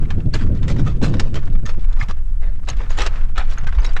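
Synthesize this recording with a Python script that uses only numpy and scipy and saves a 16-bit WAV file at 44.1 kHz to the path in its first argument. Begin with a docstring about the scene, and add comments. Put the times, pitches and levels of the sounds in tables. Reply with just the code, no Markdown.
"""Wind buffets a body-worn camera's microphone as boots crunch over flat stones on a mountain ridge.
Each step grinds the loose gravel by friction, knocks stones together and sets thin shards ringing
in damped modes; scree keeps settling in between. The turbulent gusts then drop to a slow, deep
rumble, while footfalls and handling jolt the camera with soft thumps."""
import sys
import numpy as np
from scipy import signal
from scipy.fft import rfft, irfft, next_fast_len
from scipy.io import wavfile
from scipy.ndimage import uniform_filter1d, minimum_filter1d, map_coordinates

SR = 44100
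rng = np.random.default_rng(int(sys.argv[2]) if len(sys.argv) > 2 else 0)


def transcribe(u):
    """Save the signal u as a 16-bit wav file named by the first command-line argument.

    u: samples, shape (n,) or (channels, n), limited to [-1, 1]; the rate is SR.
    q: integer samples, one column per channel.
    """
    v = np.clip(np.atleast_2d(u).T, -1, 1)
    q = np.round(v * 32767).astype(np.int16)
    wavfile.write(sys.argv[1], SR, q)


N = 176400

# spectrum of stone touching stone: (frequency [Hz], relative density [dB])
STONE_SPECTRUM = [(150, -35.5), (250, -7.5), (457, 2), (700, -2), (899, 1.5), (1300, 0.5), (2020, -2),
                  (3920, -10.5), (4410, -14.5), (5660, -18), (7710, -24), (8420, -31), (10900, -45),
                  (14000, -59.5), (18500, -120)]


def crunches():
    """Stick-slip friction: the boot's weight builds up, grinds the gravel in fits and lets go."""
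    # (time [s], rise [s], hold [s], release t60 [s], level [dB], bass [dB], treble [dB])
    steps = [(0.326, 0.021, 0.0077, 0.087, -27.5, -5.5, 9), (0.365, 0.042, 0.022, 0.08, -40, -21, 4),
             (0.668, 0.026, 0.019, 0.087, -29, 7.5, 10.5), (0.777, 0.015, 0.012, 0.077, -32.5, 17.5, 10),
             (0.86, 0.0094, 0.009, 0.18, -30.5, 12, 6.5), (1.019, 0.022, 0.0081, 0.14, -22, 13.5, 11.5),
             (1.064, 0.023, 0.17, 0.3, -39, 19, 6.5), (1.361, 0.0089, 0.004, 0.11, -31, 12, 1),
             (1.653, 0.0036, 0.045, .1, -38, -1, 8.5), (1.979, 0.034, 0.026, 0.046, -34.5, -2.5, 5.5),
             (2.082, 0.023, 0.0099, 0.048, -32.5, 7, 6), (2.414, 0.0074, 0.062, 0.16, -44, 9.5, -2.5),
             (2.668, 0.024, 0.011, 0.1, -28.5, 1.5, 5), (2.782, 0.026, 0.016, 0.17, -37.5, 11, 1),
             (2.893, 0.0035, 0.024, 0.35, -41, -8, 10), (2.965, 0.029, 0.032, 0.16, -24, -0.5, 4.5),
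             (3.038, 0.033, 0.0028, 0.055, -24.5, 1, 2), (3.351, 0.029, 0.016, 0.16, -24.5, -3, -5.5),
             (3.491, 0.0045, 0.025, 0.1, -39, 3, 12), (3.569, 0.01, 0.0063, 0.089, -31, -10, -10),
             (3.664, 0.0052, 0.033, 0.048, -38.5, -21, -31), (3.809, 0.019, 0.069, 0.043, -39, 4.5, -5)]
    clump_db, clumps_per_s = 2.2, 320
    out, t = np.zeros(N), np.arange(SR // 2) / SR
    for start, rise, hold, t60, db, bass_db, treble_db in steps:
        loading = np.minimum(t / rise, 1) ** 1.21
        release = amp(-60 * np.maximum(t - rise - hold, 0) / t60)
        grinding = shifting(gravel(len(t), bass_db, treble_db))
        fits = amp(clump_db * wobble(clumps_per_s, len(t)))
        add(out, start, amp(db) * loading * release * unit(grinding * fits))
    return out


def gravel(n, bass_db, treble_db):
    """Source and filter: contacts and grinding, coloured by the stones and the camera housing."""
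    # resonances of the camera housing, which colour every crunch and knock:
    # (frequency [Hz], bandwidth [Hz], lift [dB])
    housing_modes = [(1287, 36, 4.5), (1530, 30, 5), (1777, 26, 7)]
    bass_hz, treble_hz, grinding_share = 707, 3230, 0.59

    def colour(hz):
        housing = sum(db / (1 + (2 * (hz - centre) / width) ** 2) for centre, width, db in housing_modes)
        bass = bass_db / (1 + (hz / bass_hz) ** 4)
        treble = treble_db * (1 - 1 / (1 + (hz / treble_hz) ** 4))
        return along(STONE_SPECTRUM, hz) + housing + bass + treble + ripple(hz)
    contacts = np.sqrt(1 - grinding_share) * grains(n, per_s=1500, spread_db=5)
    grinding = np.sqrt(grinding_share) * rng.standard_normal(n)
    return coloured(contacts + grinding, colour)


def ripple(hz, depth_db=3, step_hz=170):
    """Irregular modes give each stone its own uneven frequency response, in dB."""
    return depth_db * map_coordinates(rng.standard_normal(size=256), [hz / step_hz], mode="mirror")


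def shifting(x, depth_db=2.4):
    """Time-varying filtering: brief resonances come and go as other stones take the load."""
    spectrogram = signal.stft(x, nperseg=256)[2]
    patches = uniform_filter1d(rng.standard_normal(spectrogram.shape), 4, axis=0)  # across frequency
    patches = uniform_filter1d(patches, 3, axis=1)  # across time
    shifted = signal.istft(spectrogram * amp(depth_db * unit(patches)))[1]
    return unit(shifted[:len(x)])


def knocks():
    """Impact excitation: a stone tips onto another with a dry, broadband clack."""
    # (time [s], level [dB], t60 [s], treble [dB])
    impacts = [(0.103, -24, 0.059, 2), (0.34, -32, 0.047, 23), (0.412, -31.5, 0.034, 5),
               (0.628, -35, 0.11, 5), (0.68, -29.5, 0.059, 8.5), (.761, -32, 0.073, 0.5),
               (0.794, -24, 0.022, -13), (1.015, -35, 0.056, 11), (1.139, -23, 0.038, 4),
               (1.196, -15.5, 0.051, 12), (1.342, -25.5, 0.038, 12), (1.354, -26, 0.086, 8),
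               (1.552, -33, 0.042, -5.5), (1.66, -36, .05, 15), (1.69, -29.5, 0.073, 3),
               (1.843, -36.5, 0.046, -5), (2.084, -34.5, 0.074, 10), (2.686, -20.5, 0.052, 17),
               (2.768, -35.5, 0.031, 16), (2.804, -28, 0.04, -30), (2.905, -23.5, 0.026, -7),
               (2.985, -20, 0.023, 8), (3.005, -15, 0.032, 5), (3.018, -15.5, 0.03, 17),
               (3.063, -17.5, 0.041, 10), (3.378, -13, 0.037, 14.5), (3.668, -24, 0.055, -1),
               (3.673, -31.5, 0.033, 14.5), (3.724, -27, 0.045, -6), (3.747, -37.5, 0.085, 6),
               (3.783, -29, 0.11, -8), (3.845, -27, 0.084, 10.5), (3.932, -32, 0.021, 16),
               (3.965, -20.5, 0.058, -1)]
    out, t = np.zeros(N), np.arange(SR // 4) / SR
    for start, db, t60, treble_db in impacts:
        clack = gravel(len(t), bass_db=-1.6, treble_db=treble_db)
        add(out, start, amp(db) * struck(t, t60, attack_s=0.0013) * clack)
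    return out


def clinks():
    """Free vibration: struck flat stones ring briefly at their natural frequencies."""
    # (time [s], frequency [Hz], level [dB], t60 [s])
    shards = [(0.338, 4460, -16.5, 0.024), (.63, 3560, -31.5, 0.029), (0.868, 1242, -24.5, 0.098),
              (1.015, 800, -8, 0.012), (1.661, 6330, -27.5, 0.019), (2.012, 2143, -14.5, 0.034),
              (2.011, 1744, -15.5, 0.03), (2.688, 7250, -28, 0.028), (2.701, 6460, -18, 0.017),
              (2.905, 6770, -33.5, 0.038), (2.973, 6950, -36.5, 0.07), (3.02, 1266, -18.5, 0.082),
              (3.379, 1310, -5, 0.031), (3.377, 1690, -21, 0.032), (3.379, 737, -20, 0.09),
              (3.583, 6420, -27.5, 0.024), (3.804, 6200, -39.5, 0.033), (3.819, 4900, -34, 0.016),
              (3.848, 3840, -29, 0.095), (3.844, 6550, -33.5, 0.029), (3.864, 5510, -26.5, 0.031),
              (3.894, 4660, -37, 0.033), (3.964, 1450, -15, 0.022)]
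    out = np.zeros(N)
    for start, hz, db, t60 in shards:
        add(out, start, amp(db) * ring(hz, t60))
    return out


def ring(hz, t60, attack_cycles=1.6, roughness=0.3):
    """One damped mode of a stone, its phase disturbed by rattling on its neighbours."""
    t = np.arange(SR // 5) / SR
    rattle = uniform_filter1d(rng.standard_normal(len(t)), size=12)
    drift = roughness * np.cumsum(rattle) / np.sqrt(SR / 1000)
    attack = (1 - np.exp(-t * hz / attack_cycles)) ** 2
    return np.sin(2 * np.pi * hz * t + drift) * attack * amp(-60 * t / t60)


def scree():
    """Granular flow: disturbed gravel trickles in clumps; chips stand out more when much of it moves."""
    # (time [s], relative level [dB])
    activity = [(0, -43), (.2, -44.5), (.3, -55.5), (.42, -35.5), (.52, -47), (.75, -44), (.95, -46.5),
                (1, -56), (1.2, -48), (1.32, -48), (1.42, -43), (1.62, -52.5), (1.72, -40.5), (1.84, -49.5),
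                (1.9, -42), (2.02, -44), (2.36, -54), (2.65, -50.5), (2.73, -42.5), (2.87, -41),
                (3.18, -36.5), (3.34, -49.5), (3.43, -47.5), (3.52, -40), (3.63, -44), (4, -40.5)]
    # (frequency [Hz], relative density [dB])
    trickle_spectrum = [(180, -59.5), (300, -21), (437, -7), (600, -11.5), (1390, -9), (4560, -28.5),
                        (7120, -33), (8420, -45.5), (10900, -60), (18500, -120)]
    level_db = curve(activity)
    contacts = grains(N, per_s=2800, spread_db=0)
    trickle = coloured(contacts, lambda hz: along(trickle_spectrum, hz)) * amp(3.5 * wobble(70))
    chips = chip_ticks(count=130, centre_hz=3100, spread_octaves=0.65, spread_db=2.1, t60=0.04)
    chips_db = -11.5 + 0.19 * (level_db - level_db.max())
    return amp(level_db) * (amp(-5.5) * trickle + amp(chips_db) * chips)


def chip_ticks(count, centre_hz, spread_octaves, spread_db, t60):
    """Random impacts: each small chip ticks in its own resonant band; rms 1 overall."""
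    out, t = np.zeros(N), np.arange(SR // 16) / SR
    envelope = struck(t, t60, attack_s=0.0016)
    starts = rng.random(count) * N / SR
    for start, (pitch, size) in zip(starts, np.clip(rng.standard_normal((count, 2)), -2, 2)):
        def band(hz):
            octaves_off = np.log2((hz + 1) / centre_hz) - spread_octaves * pitch
            return along(STONE_SPECTRUM, hz) - 9 * octaves_off ** 2 + ripple(hz)
        add(out, start, amp(spread_db * size) * envelope * coloured(rng.standard_normal(len(t)), band))
    return unit(out)


def wind():
    """Turbulence: gusts buffet the microphone over a faint hiss; strong ones shed brighter eddies."""
    # (time [s], relative level [dB])
    gusts = [(0, -25.5), (.3, -32.5), (.6, -28), (1.1, -31), (1.3, -34), (1.7, -39.5), (2.3, -49),
             (2.7, -42), (4, -43.5)]
    # sudden blasts: (centre time [s], duration [s], lift [dB], extra eddy level [dB])
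    blasts = [(0.182, 0.036, 11.5, 3.5), (0.271, 0.041, 13.5, -1.5), (0.351, 0.029, 8, 10),
              (0.481, 0.16, 9.5, -1.5), (0.685, 0.11, 4, 3.5), (0.822, 0.17, 9.5, 0), (1.037, 0.038, 10, 1),
              (1.142, 0.18, 11, 5.5), (1.359, 0.068, 10, 6), (1.521, 0.12, 8.5, 3),
              (1.64, 0.032, 11.5, 6.5), (1.783, 0.015, 12.5, 7.5)]
    # buffeting, eddies and airy hiss, each: (frequency [Hz], relative density [dB])
    buffet_spectrum = [(30, -16), (60, 0), (105, 1.5), (200, -9), (300, -19), (500, -45.5), (1000, -60),
                       (8000, -120)]
    eddy_spectrum = [(100, -16), (220, 3), (350, -2), (600, -12.5), (1200, -40), (12000, -100)]
    hiss_spectrum = [(400, -6), (1500, -16), (4000, -16), (8000, -6.5), (12500, -14.5), (15000, -46)]
    strong_db, eddy_growth = -24, 1.14
    t = np.arange(N) / SR
    gust_db, eddy_db = curve(gusts), -36.5
    for centre, duration, lift_db, extra_db in blasts:
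        blast = 1 / (1 + (2 * (t - centre) / duration) ** 4)
        gust_db += lift_db * blast
        eddy_db += extra_db * blast
    buffet = amp(gust_db + 3) * even_noise(buffet_spectrum)
    flutter = unit(noise(eddy_spectrum) * amp(2.5 * wobble(55)))
    eddies = amp(eddy_db + eddy_growth * (gust_db - strong_db)) * flutter
    return buffet + eddies + amp(-68.5) * noise(hiss_spectrum)


def rumble():
    """Low-frequency pressure fluctuation: slow air and the moving camera swing it to and fro."""
    # strength of the slow swings: (time [s], level [dB])
    sway_levels = [(0, -16), (1, -14.5), (1.6, -9.5), (2.2, -15.5), (4, -12)]
    # slow swings and steady rumble, each: (frequency [Hz], relative density [dB])
    sway_spectrum = [(2, -10), (11, -3.5), (16, 2), (24, -16), (40, -54), (150, -140)]
    rumble_spectrum = [(12, -8), (24, 14.5), (40, -5.5), (60, -4), (90, -13.5), (150, -32.5), (1500, -120)]
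    return amp(curve(sway_levels)) * even_noise(sway_spectrum) + amp(-18) * noise(rumble_spectrum)


def thumps(width_cycles=0.65):
    """Structure-borne sound: footfalls and handling jolt the camera with short, low wave packets."""
    # (centre time [s], frequency [Hz], level [dB])
    jolts = [(2.001, 194, -27.5), (2.031, 97, -15), (2.092, 162, -22.5), (2.503, 31.7, -17.5),
             (2.722, 101, -20.5), (2.771, 35, -9.5), (3.021, 34, -8.5), (3.38, 108, -25),
             (3.388, 39.5, -4.5), (3.634, 127, -22), (3.668, 127, -22), (3.786, 41, -1)]
    out, t = np.zeros(N), np.arange(N) / SR
    for centre, hz, db in jolts:
        cycles = hz * (t - centre)
        envelope = np.exp(-(cycles / width_cycles) ** 2)
        out += amp(db) * envelope * np.sin(2 * np.pi * (cycles + rng.random()))
    return out


def struck(t, t60, attack_s):
    """Impact envelope: a fast rise, then exponential damping by 60 dB in t60 seconds."""
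    return (1 - np.exp(-t / attack_s)) * amp(-60 * t / t60)


def grains(n, per_s, spread_db):
    """Shot noise: tiny random contacts of scattered size, at rms 1."""
    hits = rng.random(n) < per_s / SR
    polarity = np.sign(rng.standard_normal(n))
    sizes = amp(spread_db * np.clip(rng.standard_normal(n), -2, 2))
    return unit(hits * polarity * sizes)


def even_noise(spectrum):
    """Envelope compression: noise whose swings reach a similar height, at rms 1."""
    swing = signal.hilbert(noise(spectrum))
    return unit(swing.real / np.sqrt(np.abs(swing) ** 2 + 1))


def noise(spectrum):
    """Gaussian noise with the given spectrum, at rms 1."""
    return coloured(rng.standard_normal(N), lambda hz: along(spectrum, hz))


def coloured(x, db_of_hz):
    """Linear filtering of x by a gain curve in dB, at rms 1."""
    gain = amp(db_of_hz(np.fft.rfftfreq(len(x), 1 / SR)))
    return unit(irfft(rfft(x) * gain, len(x)))


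def wobble(knots_per_s, n=N):
    """Smooth random modulation: a spline through Gaussian knots."""
    return map_coordinates(rng.standard_normal(size=1024), [np.arange(n) * knots_per_s / SR],
                           mode="mirror")


def along(points, hz):
    """Interpolation of (frequency [Hz], level [dB]) points on a log frequency axis."""
    frequencies, levels = np.transpose(points)
    return np.interp(np.log(hz + 1), np.log(frequencies + 1), levels)


def curve(points):
    """Interpolation of (time [s], level [dB]) points at every sample."""
    return np.interp(np.arange(N) / SR, *np.transpose(points))


def amp(db):
    """Amplitude ratio of a level in decibels."""
    return 10 ** (np.asarray(db) / 20)


def unit(x):
    """Normalisation to rms 1."""
    return x / np.sqrt(np.mean(x ** 2) + 1e-20)


def add(track, start_s, x):
    """Superposition of x on the track from start_s on."""
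    i = int(np.clip(round(start_s * SR), 0, N - 1))
    track[i:i + len(x)] += x[:N - i]


def scene():
    """Superposition: stones, wind and jolts sum at one microphone."""
    return (crunches() + knocks() + clinks() + scree() + wind() + rumble() + thumps())[None]


def record(dry):
    """Look-ahead limiting and a low-pass filter: the camera holds peaks down and cuts the top treble."""
    ceiling, window, top_hz = 0.72, 1200, 15700
    needed_gain = np.minimum(1, ceiling / (np.abs(dry) + 1e-9))
    held_gain = minimum_filter1d(needed_gain, window)
    smooth_gain = uniform_filter1d(uniform_filter1d(held_gain, window // 2), window // 2)
    padded = next_fast_len(N + SR // 2)
    passband = np.fft.rfftfreq(padded, 1 / SR) < top_hz
    return irfft(rfft(dry * smooth_gain, padded) * passband, padded)[..., :N]


dry = scene()
out = record(dry)
transcribe(out)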